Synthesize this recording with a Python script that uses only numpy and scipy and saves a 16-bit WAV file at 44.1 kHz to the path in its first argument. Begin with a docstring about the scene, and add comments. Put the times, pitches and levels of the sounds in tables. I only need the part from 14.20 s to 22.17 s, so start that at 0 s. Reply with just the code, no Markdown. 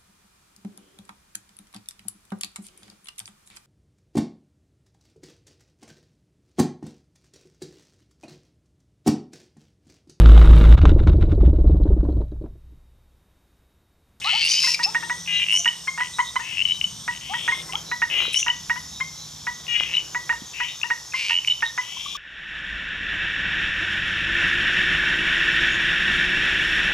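"""Frog chorus in wet grass at night: two-toned knocks (cord snaps, then a short harmonic tone), sharp
clicks alone and in rattles (short tone bursts), whoops and squeaks (gliding partials), creaks, rasps,
chirps and far calls (cord pulses ringing throat resonances), with echoes off the banks. Insects trill above
(throbbing noise bands, paired cricket tones); traffic, an engine sine and a late higher hum lie below,
among air and grass noise."""
import sys
import numpy as np
from scipy import signal
from scipy.fft import rfft, irfft
from scipy.io import wavfile

SR = 44100
rng = np.random.default_rng(int(sys.argv[2]) if len(sys.argv) > 2 else 0)


def materialize(psi):
    """Save the field psi as 16-bit PCM at rate SR to the path in sys.argv[1].

    A 1-D psi becomes a single channel; in a 2-D psi each row is a channel.
    """
    bounded = np.clip(np.atleast_2d(psi).T, -1, 1)
    quanta = np.round(bounded * 32767).astype(np.int16)
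    wavfile.write(sys.argv[1], SR, quanta)


N = 351477

# night air spectrum: freq_hz, relative_db
AIR_SPECTRUM = [(200, -45), (300, -8.5), (630, -6), (1000, 1.5), (1500, -7), (2400, -6.5), (3300, -9.5),
                (4450, 1), (6500, 2.5), (8000, -7), (9500, -13), (12500, -16), (16000, -21)]
AIR_DB = -44
# stereo difference in noise: freq_hz, share of the common part
STEREO_DIFFERENCE = [(60, .03), (300, 0.1), (3000, 0.25), (8000, 0.27), (12000, 0.01)]
# steady insects: center_hz, width_hz, level_db, throb_hz, throb_depth (0-1), silent_from_s
INSECTS = [(5340, 440, -49, 83.0, 0.65, 9), (5920, 910, -49, 93, 0.5, 9), (5780, 1170, -52, 83.0, 0, 9),
           (7050, 110, -54.5, 50, 0.1, 9), (8410, 660, -51, 66, 0.2, 3.55), (10950, 1200, -63, 110, 0.6, 9),
           (3550, 860, -49, 25, 0.28, 9)]
# traffic spectrum: freq_hz, relative_db
TRAFFIC_SPECTRUM = [(12, -48), (20, -14), (32, -37), (54, -4), (128, -4), (161, -2), (300, -13.5),
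                    (390, -81), (660, -120)]
# traffic loudness: time_s, level_db
TRAFFIC_LEVEL = [(0, -53), (.47, -57), (1.11, -52.5), (1.6, -56.5), (2.8, -47), (3.7, -52), (4.44, -49),
                 (5.5, -51), (6.3, -56), (7.4, -59), (7.97, -56.5)]
# far engine note, then a separate higher hum from 7.79 s: time_s, pitch_hz, level_db
ENGINE_THEN_HUM = [(0, 176.5, -60), (1.11, 169, -50), (1.55, 167.5, -56), (1.91, 167.5, -55),
                   (2.2, 166, -87), (2.751, 163.5, -61), (3.68, 162.6, -50), (3.75, 161.9, -71),
                   (4.15, 161, -74), (4.44, 160.2, -53.5), (5.52, 148.8, -56), (6.08, 147.5, -53.5),
                   (6.25, 144.9, -63), (7.35, 129.4, -59.5), (7.64, 117.6, -62), (7.75, 117.5, -78),
                   (7.79, 184.5, -61), (7.97, 186, -57)]
DRONE_HZ, DRONE_WIDTH_HZ, DRONE_DB = 65, 9.7, -61.5
# grass rustle spectrum: freq_hz, relative_db
RUSTLE_SPECTRUM = [(200, -55), (300, -5), (650, -9), (1500, -10.5), (4000, -31)]
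RUSTLE_DB = -60
# brushes through the grass: start_s, length_s, level_db
SWISHES = [(.55, 0.46, -52), (3.15, 0.58, -50), (3.897, 0.183, -42.5), (5.396, 0.87, -55.5)]
WHINE_HZ, WHINE_DB = 15734, -74
# single clicks: time_s, level_db, pitch_hz, nominal_ms, left_right_db
CLICKS = [(0.0171, -25, 2600, 1.1, 6), (.2822, -14, 3050, 1.9, 5), (.314, -17.5, 3040, 8, 11),
          (1.062, -27, 2620, 2.0, 3), (1.199, -12, 2790, 1.2, 0), (1.2656, -16, 2680, 1.6, -3),
          (2.421, -14, 2980, 4.8, 11), (2.453, -11, 3030, 6, 11), (2.613, -12, 2920, 3.4, 8),
          (2.6413, -11.5, 3014, 8.5, 3), (3.5546, -13, 3230, 3.7, 4.5), (4.132, -23, 2570, 4.9, 7),
          (4.1439, -11.5, 2910, 3, 9), (4.1503, -14.5, 3300, 0.96, 1), (4.228, -15, 2790, 5.7, 6),
          (4.2823, -11.5, 2880, 3.6, 8), (4.3, -12.5, 2990, 9, 4), (5.4677, -28, 2700, 1.95, 9),
          (5.5997, -9, 3000, 1.9, 6), (5.6352, -12.5, 2940, 1.3, 8), (5.7637, -20, 2570, 3.6, 5),
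          (6.615, -24.5, 2600, 3.2, 8), (6.6322, -13, 2780, 4.7, 8), (6.9234, -29.5, 2550, 4.4, 2),
          (7.2481, -17, 2455, 2.1, 2), (7.407, -26, 2950, 2.5, 0)]
# even runs of clicks: first_s, last_s, count, first_db, last_db, first_hz,
# first_nominal_ms, last_nominal_ms, left_right_db
RATTLES = [(0.227, 0.2727, 5, -14.5, -14.5, 2745, 5.5, 5.4, -2),
           (0.342, .3903, 6, -22, -13.5, 2910, 4.5, 6, -.5),
           (1.2194, 1.242, 3, -11, -20, 2900, 1.9, 4.2, -1),
           (1.2854, 1.306, 3, -12.5, -12, 2780, 3.1, 4, -2.3),
           (1.33, 1.3723, 5, -11, -11.5, 2900, 6.5, 5.5, 1.8),
           (1.3142, 1.3246, 2, -15, -11, 2880, 4.5, 3, 13),
           (1.446, 1.457, 2, -17.5, -12.5, 2880, 6.3, 7.3, -1),
           (1.478, 1.485, 2, -8, -10.5, 2954, 3.8, 7.3, -1),
           (1.798, 1.871, 7, -21.5, -27, 2850, 1.0, 2.3, 8),
           (2.3714, 2.4135, 5, -15, -13.5, 2690, 2.4, 4.7, 7.5),
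           (2.464, 2.5195, 6, -21, -11, 2890, 5.2, 6, 6), (2.913, 2.974, 6, -30, -29.5, 2820, 2, 3.1, 8),
           (3.5243, 3.5344, 2, -21, -19, 2900, 1.7, 1.5, 7),
           (4.1586, 4.17, 2, -16.5, -14.5, 2985, 9.9, 8.7, 7),
           (4.192, 4.202, 2, -19, -18, 3260, 2.6, 2.1, 4), (5.742, 5.75, 2, -19, -14, 2890, 5.6, 7, 6.5),
           (5.7687, 5.7797, 2, -11.5, -12.5, 2965, 6.3, 6.2, 5),
           (5.793, 5.801, 2, -21, -21, 2910, 4.3, 3.3, -1),
           (7.0972, 7.1865, 9, -9, -12.5, 2750, 1.6, 6.4, -1.5),
           (7.275, 7.2827, 2, -12, -8.5, 2926, 5.1, 3.9, -1),
           (7.299, 7.32, 3, -13, -11, 2963, 7.4, 7.6, -1.3)]
RATTLE_CLIMB_HZ = 31.4   # per click
ECHO_T60_S, ECHO_DB, SLAP_S, SLAP_DB = 0.35, -10, 0.031, -26
# creaks: start_s, middle_s, end_s, start_db, middle_db, end_db,
# first_pulses_per_s, last_pulses_per_s, first_throat_hz, left_right_db, roughness
CREAKS = [(.02, 0.107, 0.22, -35.5, -22.5, -27.5, 425.5, 439.6, 2760, 5.3, 1.01),
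          (1.075, 1.16, 1.243, -29, -23, -27, 408.6, 398, 2686, 5, .75),
          (2.22, 2.318, 2.41, -41.5, -35, -41, 432, 420, 2690, 8.5, 1.1),
          (3.01, 3.185, 3.42, -43.5, -36.5, -41, 340.5, 174.7, 2970, 7, 1.1),
          (3.9, 3.99, 4.15, -30, -23.5, -41, 420, 392, 2796, 7.3, 1.03),
          (5.48, 5.509, 5.57, -32.5, -27, -27, 476.6, 473.3, 2740, 9.5, 0.57),
          (5.549, 5.602, 5.68, -23, -28, -36, 418.7, 403, 2840, 6.3, 0.34),
          (5.655, 5.701, 5.745, -37.5, -36.5, -29, 173.7, 169, 2680, 3.6, 1.1),
          (6.335, 6.415, 6.45, -44, -30.5, -35, 384, 431.6, 2620, 9, 0.95),
          (6.435, 6.5, 6.56, -32, -38, -53, 211.5, 189.3, 2856, 7, 1),
          (7.61, 7.82, 8.06, -43.5, -37, -41, 329.4, 351, 2980, 6.8, 1.04)]
# creak resonances: multiple of throat_hz, width_hz, level_db
CREAK_RING = [(1.0, 349, 1.5), (.71, 200, -12.5), (.85, 110, -13)]
CREAK_CLIMB_HZ_PER_S = 1340
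CREAK_JITTER, CREAK_ROUGH_DB = .03, 2.5   # at roughness 1; jitter is a share of the pulse interval
# whoops and pips: start_s, level_db, start_hz, target_hz, length_ms, overtone_db, left_right_db
WHOOPS = [(.045, -30.5, 708, 1055, 54, 5, -2), (.125, -28.5, 698, 1010, 51, -12, 4),
          (.655, -30, 728, 970, 51, -12, 5), (1.385, -42.5, 670, 687, 36, -20, 3),
          (3.094, -29.5, 702, 984, 60, -12, 4), (3.53, -31, 690, 1026, 41, -3, -2),
          (7.767, -35, 990, 1060, 8.7, -31, 5), (7.859, -28.5, 1125, 1164, 11.5, -30, 2),
          (7.95, -26.5, 1130, 1180, 12.5, -29, 2)]
# rasp curves: time_s, level_db, pulses_per_s, throat_hz, left_right_db
RASPS = [
    [(.045, -33, 148, 3980, 4), (.12, -33, 104, 4250, 3), (.2, -26.5, 136, 4460, 3.1),
     (.27, -26, 160.7, 4570, 4), (.33, -24.5, 269, 4870, 3.5), (.42, -24.5, 238.9, 5130, 3.2),
     (.445, -21.5, 347, 5140, 3.3), (.535, -24, 330, 5340, 3), (.554, -22.5, 404, 4855, 3.1)],
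    [(.627, -31, 320, 4360, 3.5), (.638, -20, 320, 5130, -2), (.648, -21.5, 312, 5290, 0)],
]
# rasp resonances: multiple of throat_hz, width_hz, level_db
RASP_RING = [(1.017, 434, 1), (0.518, 254, -10), (0.816, 250, -12.5), (1.17, 600, -9.5), (1.87, 790, -17.5),
             (2.1, 1300, -22)]
# high chirps: start_s, peak_s, level_db at the peak
HIGH_CHIRPS = [(.262, .32, -26), (.965, 1.001, -41), (1.325, 1.39, -27.5), (4.142, 4.197, -26)]
# chirp onset: db_re_peak, pulses_per_s, throat_hz
CHIRP_START = (-8, 240, 5350)
# chirp from its peak on: s_after_peak, db_re_peak, pulses_per_s, throat_hz
CHIRP_FALL = [(0, 0.5, 330, 5950), (.04, -10, 340, 6050), (.09, -21, 340, 6050)]
# chirp resonances: multiple of throat_hz, width_hz, level_db
CHIRP_RING = [(1.001, 333, 1.5), (1.12, 380, -5)]
BUZZ_LEAD_S, BUZZ_TAIL_S, BUZZ_PULSES_PER_S = .014, .016, 260
# buzz level at start, peak, end: db_re_chirp_peak
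BUZZ_DB = (-20.5, -18, -25)
# buzz base frequency at start, peak, end: base_hz
BUZZ_HZ = (9830, 9250, 9450)
# buzz resonances: multiple of base_hz, width_hz, level_db
BUZZ_RING = [(1.03, 240, 2.5), (.91, 230, 0), (.8, 320, 0), (1.27, 1800, -4), (1.63, 300, -12)]
# knocks by frog: time_s, level_db, pitch_hz (nominal)
KNOCKS = {"bright": [(.747, -27.5, 920), (1.456, -29, 932), (3.278, -27, 930), (3.818, -26.5, 923),
          (4.497, -27.5, 932), (6.093, -27.5, 922), (6.702, -28, 927), (7.423, -27.5, 907)],
          "long": [(.468, -35, 950), (.897, -29, 948), (1.804, -28, 969), (2.878, -29.5, 942),
          (3.136, -32, 940), (3.714, -30, 948), (4.283, -30.5, 947), (5.268, -30.5, 948),
          (5.947, -29.5, 951), (6.401, -30.5, 951), (7.577, -28.5, 977)], "high": [(.435, -35, 1020),
          (1.673, -31, 1037), (3.316, -30.5, 1034), (4.802, -32, 1026), (6.935, -32, 1017)],
          "dull": [(.592, -30, 934), (1.776, -30.5, 935), (4.263, -27.5, 949), (6.124, -32.5, 922),
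          (7.1, -30.5, 920)], "round": [(1.996, -21.5, 998), (2.157, -18.5, 977)],
          "hollow": [(.864, -44, 920), (1.985, -17.5, 957), (3.487, -37, 999)],
          "aside": [(.826, -35.5, 920), (1.331, -47, 987), (2.194, -36.5, 930), (4.558, -36.5, 980),
          (6.636, -34.5, 938)]}
# voice by frog: partial_2_db, left_right_db, partial_3_db, length_ms, snap_db, bend (share of pitch_hz)
KNOCKERS = {"bright": (11, -2, -7, 26.5, 2, 0.05), "long": (8.5, 0, -14.5, 32.5, 3, 0.05),
            "high": (12, 3, -6, 24.5, -4, 0.03), "dull": (4, -1, -9, 34.5, 2.5, 0.06),
            "round": (-0.5, -2.8, -9.5, 17, -3, 0), "hollow": (-1, 3, -18, 26, -3.5, 0.04),
            "aside": (4, 9, -8, 31.5, 2.5, .085)}
# rasping frog's squeaks: start_s, level_db, start_hz, target_hz, length_ms, octave_db
SQUEAKS = [(0.542, -18, 2560, 2320, 9.4, -15), (.633, -23.5, 2528, 2670, 29.5, 10)]
# cricket double chirps: start_s
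CRICKET_TIMES = [.9103, 1.1313, 1.6945, 2.0133, 2.1989, 2.6653, 2.958, 3.2794, 3.5644, 3.9774, 4.3544,
                 4.6857, 4.9736, 5.3388, 5.4889, 5.9279, 6.2627, 6.5694, 6.8628, 7.5717]
CRICKET_HZ, CRICKET_MS, CRICKET_REPEAT_S, CRICKET_DB = 6440, 25, .036, -39.5
# far calls: start_s, peak_s, end_s, level_db at the peak, throat_hz; an end before the peak cuts the swell
FAR_CALLS = [(1.125, 1.18, 1.2, -34.5, 3920), (1.931, 1.94, 2.0, -41, 3900),
             (2.049, 2.085, 2.11, -35.5, 3790), (2.469, 2.58, 2.57, -42, 3900),
             (3.66, 3.706, 3.8, -44, 4070), (4.005, 4.065, 4.17, -35.5, 3950),
             (4.698, 4.76, 4.85, -46.5, 3850), (4.964, 5.033, 5.08, -45.5, 4080),
             (5.74, 5.752, 5.78, -37, 3906), (6.48, 6.485, 6.62, -42, 3730),
             (7.3, 7.305, 7.34, -36.5, 3820), (7.45, 7.466, 7.5, -33, 3810), (7.87, 7.923, 7.9, -42, 3960)]
FAR_PULSES_PER_S, FAR_PAN_DB = 140, -1.0
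FAR_START_DB, FAR_END_DB = -10.5, -15   # re peak
# twigs and grass: time_s, level_db, pitch_hz, width_hz
TICKS = [(4.003, -22, 1310, 500), (4.022, -22.5, 1310, 500), (4.053, -22.5, 1320, 500),
         (4.079, -29.5, 450, 198.2), (5.607, -13, 1330, 1480), (6.218, -31, 228, 122),
         (7.247, -27, 5900, 6000), (7.275, -16, 6200, 3500)]
# broad creak curve: time_s, level_db, pulses_per_s, throat_hz, left_right_db
WIDE_CREAK = [
    [(6.945, -47, 206, 5100, 0.59), (7.001, -41.5, 250, 5040, 2.0), (7.097, -40, 183, 5300, 1),
     (7.15, -50, 220, 5200, 0.0)],
]
# broad creak resonances: multiple of throat_hz, width_hz, level_db
WIDE_RING = [(0.92, 1830, 3.5), (0.537, 306, 5.5), (0.482, 275, 3.5), (1.1, 3500, -3)]
# phase between microphone ports: freq_hz, left_lead_rad
PORT_LEAD = [(30, .1), (125, 0.23), (300, 0.77), (600, 1.2), (1290, 1.07), (3700, 0.8), (5600, 0.62),
             (8800, 0.28), (12000, 0.021)]
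STOPBAND_HZ = 16150


def amp(db):
    """Decibels to amplitude."""
    return 10 ** (np.asarray(db) / 20)


def rms_one(x):
    """Scales to rms 1."""
    return x / np.sqrt(np.mean(x ** 2) + 1e-20)


def at_hz(points):
    """Reads (freq_hz, value) points at every FFT bin, on a log frequency axis."""
    hz, value = np.transpose(points)
    return np.interp(np.log(np.fft.rfftfreq(N, 1 / SR) + 1), np.log(hz), value)


def add(out, start_s, sound, pan_db):
    """Mixes in a mono sound; pan_db is left minus right."""
    i = round(start_s * SR)
    sound = sound[:N - i]
    out[:, i:i + len(sound)] += sound * amp([[pan_db / 2], [-pan_db / 2]])


def noise(gain):
    """Stereo noise, gain per bin, rms 1; a second noise enters the sides with opposite sign."""
    shared, difference = rfft(rng.standard_normal((2, N)))
    sides = shared + at_hz(STEREO_DIFFERENCE) * difference * [[1], [-1]]
    return rms_one(irfft(gain * sides, N))


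def drift(points_per_s):
    """Slow random wander, rms 1."""
    steps = np.arange(N) * points_per_s / SR
    return rms_one(np.interp(steps, np.arange(400), rng.standard_normal(400)))


def note(start_hz, target_hz, ms, partials, skew, arch=1.83, soft=0.56):
    """Swelling, fading tone of (multiple, db) partials; the glide turns back if arch exceeds pi/2."""
    u = np.linspace(0, 1, max(round(ms * SR / 1000), 8))
    glide_hz = start_hz + (target_hz - start_hz) * np.sin(arch * u)
    phase = 2 * np.pi * np.cumsum(glide_hz) / SR
    swell = np.abs(np.sin(np.pi * u ** skew)) ** soft
    return swell * sum(amp(db) * np.sin(k * phase + k) for k, db in partials)


def ring(hz, width_hz, rise=1.7):
    """Resonance that builds up and decays, envelope peak 1; larger rise starts softer."""
    t = np.arange(round(.014 * SR)) / SR
    x = 2 * np.pi * width_hz * t
    return np.sin(2 * np.pi * hz * t) * (x / rise) ** rise * np.exp(rise - x)


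def pulse_calls(out, calls, modes, jitter, rough_db, rise=2.02):
    """Cord pulses, uneven in time and level, each ring the throat modes."""
    for call in calls:
        time_s, *columns = np.transpose(call)
        t = time_s[0]
        for size, late in np.clip(rng.standard_normal((250, 2)), -2, 2):
            if t < min(time_s[-1], N / SR):
                db, rate, hz, pan_db = [np.interp(t, time_s, c) for c in columns]
                rings = [ring(multiple * hz, width_hz, rise) for multiple, width_hz, _ in modes]
                pulse = sum(amp(mode_db) * r for r, (_, _, mode_db) in zip(rings, modes))
                # slower pulses are stronger at a given rms level
                even = np.sqrt(SR / rate / np.sum(rings[0] ** 2))
                add(out, t, amp(db + rough_db * size) * even * pulse, pan_db)
                t += (1 + jitter * late) / rate


def night_air():
    """Steady shaped noise."""
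    return amp(AIR_DB) * noise(amp(at_hz(AIR_SPECTRUM)))


def insects():
    """Far singers as noise bands, most throbbing at a wing rate, all drifting in level."""
    t, f, out = np.arange(N) / SR, np.fft.rfftfreq(N, 1 / SR), 0
    for hz, width_hz, db, throb_hz, depth, silent_s in INSECTS:
        band = noise(1 / (1 + (2 * (f - hz) / width_hz) ** 4))
        throb = 1 + depth * np.sin(2 * np.pi * throb_hz * t)
        fade = np.clip((silent_s - t) / 0.027, 0, 1)
        out = out + amp(db + 2.1 * drift(4.6)) * band * throb * fade
    return out


def traffic():
    """Low shaped noise, slowly varying in level."""
    level_db = np.interp(np.arange(N) / SR, *np.transpose(TRAFFIC_LEVEL))
    return amp(level_db) * noise(amp(at_hz(TRAFFIC_SPECTRUM)))


def engine_then_hum():
    """Engine sine that comes and goes and sinks in pitch; a separate higher hum enters near the end."""
    t = np.arange(N) / SR
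    time_s, pitch_hz, level_db = np.transpose(ENGINE_THEN_HUM)
    phase = 2 * np.pi * np.cumsum(np.interp(t, time_s, pitch_hz)) / SR
    return np.sqrt(2) * amp(np.interp(t, time_s, level_db)) * np.sin(phase)


def drone():
    """Low hum: narrow-band noise."""
    f = np.fft.rfftfreq(N, 1 / SR)
    return amp(DRONE_DB) * noise(1 / (1 + (2 * (f - DRONE_HZ) / DRONE_WIDTH_HZ) ** 2))


def rustle():
    """Grass noise: a faint bed plus brushes that swell and fade."""
    t, level = np.arange(N) / SR, amp(RUSTLE_DB)
    for start_s, length_s, db in SWISHES:
        swell = np.abs(np.sin(np.pi * np.clip((t - start_s) / length_s, 0, 1))) ** 0.31
        level = level + amp(db) * swell * (t < start_s + length_s)
    return level * noise(amp(at_hz(RUSTLE_SPECTRUM)))


def whine():
    """Thin steady high sine."""
    return np.sqrt(2) * amp(WHINE_DB) * np.sin(2 * np.pi * WHINE_HZ * np.arange(N) / SR)


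def rattle_clicks():
    """Rattles as click rows: evenly spaced, climbing in pitch."""
    rows = []
    for first_s, last_s, count, first_db, last_db, hz, first_ms, last_ms, pan_db in RATTLES:
        for k, u in enumerate(np.linspace(0, 1, round(count))):
            time_s = first_s + u * (last_s - first_s)
            db = first_db + u * (last_db - first_db)
            ms = first_ms + u * (last_ms - first_ms)
            rows.append((time_s, db, hz + RATTLE_CLIMB_HZ * k, ms, pan_db))
    return rows


def clicks(out):
    """Quick-starting tone burst with a duller snap, weaker in long clicks."""
    for time_s, db, hz, ms, pan_db in CLICKS + rattle_clicks():
        burst = note(1.048 * hz, 1.068 * hz, 1.84 * ms, [(0.94, 0.024)], skew=0.46, soft=2.24)
        add(out, time_s - .0005, amp(db) * burst, pan_db)
        add(out, time_s - .001, amp(db - 7 - 1.2 * ms) * ring(2250, 330, rise=3), pan_db)


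def echoes(dry):
    """Decaying scatter from stems and water, plus one slap off a bank."""
    t = np.arange(SR // 2) / SR
    scatter = rng.standard_normal(len(t)) + 0.36 * rng.standard_normal((2, len(t)))
    tail = scatter * amp(-60 * t / ECHO_T60_S) * np.clip(t / 0.0022, 0, 1)
    tail = amp(ECHO_DB) * tail / np.sqrt(np.sum(tail ** 2, axis=1, keepdims=True))
    tail[:, round(SLAP_S * SR)] += amp(SLAP_DB)
    return signal.fftconvolve(dry, tail, axes=1)[:, :N]


def creaks(out):
    """Throat resonance climbs while level and pulse rate slide."""
    for (start, middle, end, start_db, middle_db, end_db,
         first_rate, last_rate, hz, pan_db, rough) in CREAKS:
        call = []
        for s, db in [(start, start_db), (middle, middle_db), (end, end_db)]:
            rate = np.interp(s, [start, end], [first_rate, last_rate])
            call.append((s, db, rate, hz + CREAK_CLIMB_HZ_PER_S * (s - start), pan_db))
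        pulse_calls(out, [call], CREAK_RING, CREAK_JITTER * rough ** 2, CREAK_ROUGH_DB * rough)


def whoops(out):
    """Soft upward glides with an overtone at 1.45 times the pitch."""
    for start_s, db, start_hz, target_hz, ms, over_db, pan_db in WHOOPS:
        tone = note(start_hz, target_hz, ms, [(1, 0), (1.45, over_db)], skew=0.88, arch=1.07)
        add(out, start_s, amp(db) * tone, pan_db)


def rasps(out):
    """Faster-building pulses through a mostly rising throat resonance."""
    pulse_calls(out, RASPS, RASP_RING, jitter=.14, rough_db=2.5, rise=1.24)


def high_chirps(out):
    """Pulsed chirp climbs, then fades; a shrill pulsed buzz rides on its rise."""
    for start, peak, db in HIGH_CHIRPS:
        points = [(start - peak, *CHIRP_START)] + CHIRP_FALL
        chirp = [(peak + s, db + re_db, rate, hz, 1.3) for s, re_db, rate, hz in points]
        pulse_calls(out, [chirp], CHIRP_RING, jitter=0.25, rough_db=3.0)
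        buzz_s = [start - BUZZ_LEAD_S, peak, peak + BUZZ_TAIL_S]
        buzz = [(s, db + re_db, BUZZ_PULSES_PER_S, hz, -1.2)
                for s, re_db, hz in zip(buzz_s, BUZZ_DB, BUZZ_HZ)]
        pulse_calls(out, [buzz], BUZZ_RING, jitter=.3, rough_db=3.5)


def knocks(out):
    """Two cord snaps, then the cords catch into a short harmonic tone, mostly bending up."""
    for frog, times in KNOCKS.items():
        second_db, pan_db, third_db, ms, snap_db, bend = KNOCKERS[frog]
        snap = note(2657, 1285, 4.12, [(0.896, second_db + .5), (0.55, 1.7)], skew=0.43, soft=2.9)
        partials = [(1, 0), (2, second_db), (3, third_db), (4, third_db - 13)]
        for time_s, db, hz in times:
            for delay_s in (0.00048, 0.00461):
                add(out, time_s + delay_s, amp(db + snap_db) * snap, pan_db)
            tone = note((1.035 - bend) * hz, 1.035 * hz, ms, partials, skew=0.49, arch=1.92, soft=0.86)
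            add(out, time_s + .005, amp(db + 2.5) * tone, pan_db)


def squeaks(out):
    """Gliding tone and octave, throbbing at 195 Hz."""
    for start_s, db, start_hz, target_hz, ms, octave_db in SQUEAKS:
        tone = note(start_hz, target_hz, ms, [(1, 0), (2, octave_db)], skew=1.09, arch=1.96, soft=0.53)
        throb = 1 + 0.26 * np.sin(2 * np.pi * 195 * np.arange(len(tone)) / SR)
        add(out, start_s, amp(db) * tone * throb, 3.5)


def cricket(out):
    """Paired steady-pitch chirps."""
    chirp = amp(CRICKET_DB) * note(CRICKET_HZ, CRICKET_HZ, CRICKET_MS, [(1, 0.0048)], skew=0.52)
    for start_s in CRICKET_TIMES:
        add(out, start_s, chirp, 1.5)
        add(out, start_s + CRICKET_REPEAT_S, chirp, 1.5)


def far_calls(out):
    """Distant frogs: fixed mean pulse rate and throat resonance, swelling and fading."""
    calls = []
    for start, peak, end, db, hz in FAR_CALLS:
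        points = [(start, FAR_START_DB), (peak, 0), (end, FAR_END_DB)]
        calls.append([(s, db + re_db, FAR_PULSES_PER_S, hz, FAR_PAN_DB) for s, re_db in points])
    pulse_calls(out, calls, [(0.98, 117, 1.3), (0.96, 330, 5.3)], jitter=0.26, rough_db=-0.5)


def grass_ticks(out):
    """Twigs and grass: single damped rings."""
    for time_s, db, hz, width_hz in TICKS:
        add(out, time_s, amp(db) * ring(hz, width_hz, rise=2.8), 0.)


def wide_creak(out):
    """Nearly regular pulses through broad throat resonances."""
    pulse_calls(out, WIDE_CREAK, WIDE_RING, jitter=0.012, rough_db=2.0)


def scene():
    """Calls and ticks with echoes, over insects and background."""
    calls = np.zeros((2, N))
    for source in (clicks, creaks, whoops, rasps, high_chirps, knocks, squeaks,
                   cricket, far_calls, grass_ticks, wide_creak):
        source(calls)
    background = night_air() + drone() + traffic() + engine_then_hum() + rustle() + whine()
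    return calls + echoes(calls) + insects() + background


def record(dry):
    """Two microphone ports differ in phase; a steep low-pass cuts the top."""
    ports = irfft(rfft(dry) * np.exp(.5j * at_hz(PORT_LEAD) * [[1], [-1]]), N)
    return signal.sosfilt(signal.cheby2(14, 70, STOPBAND_HZ, fs=SR, output="sos"), ports)


dry = scene()
out = record(dry)
materialize(out)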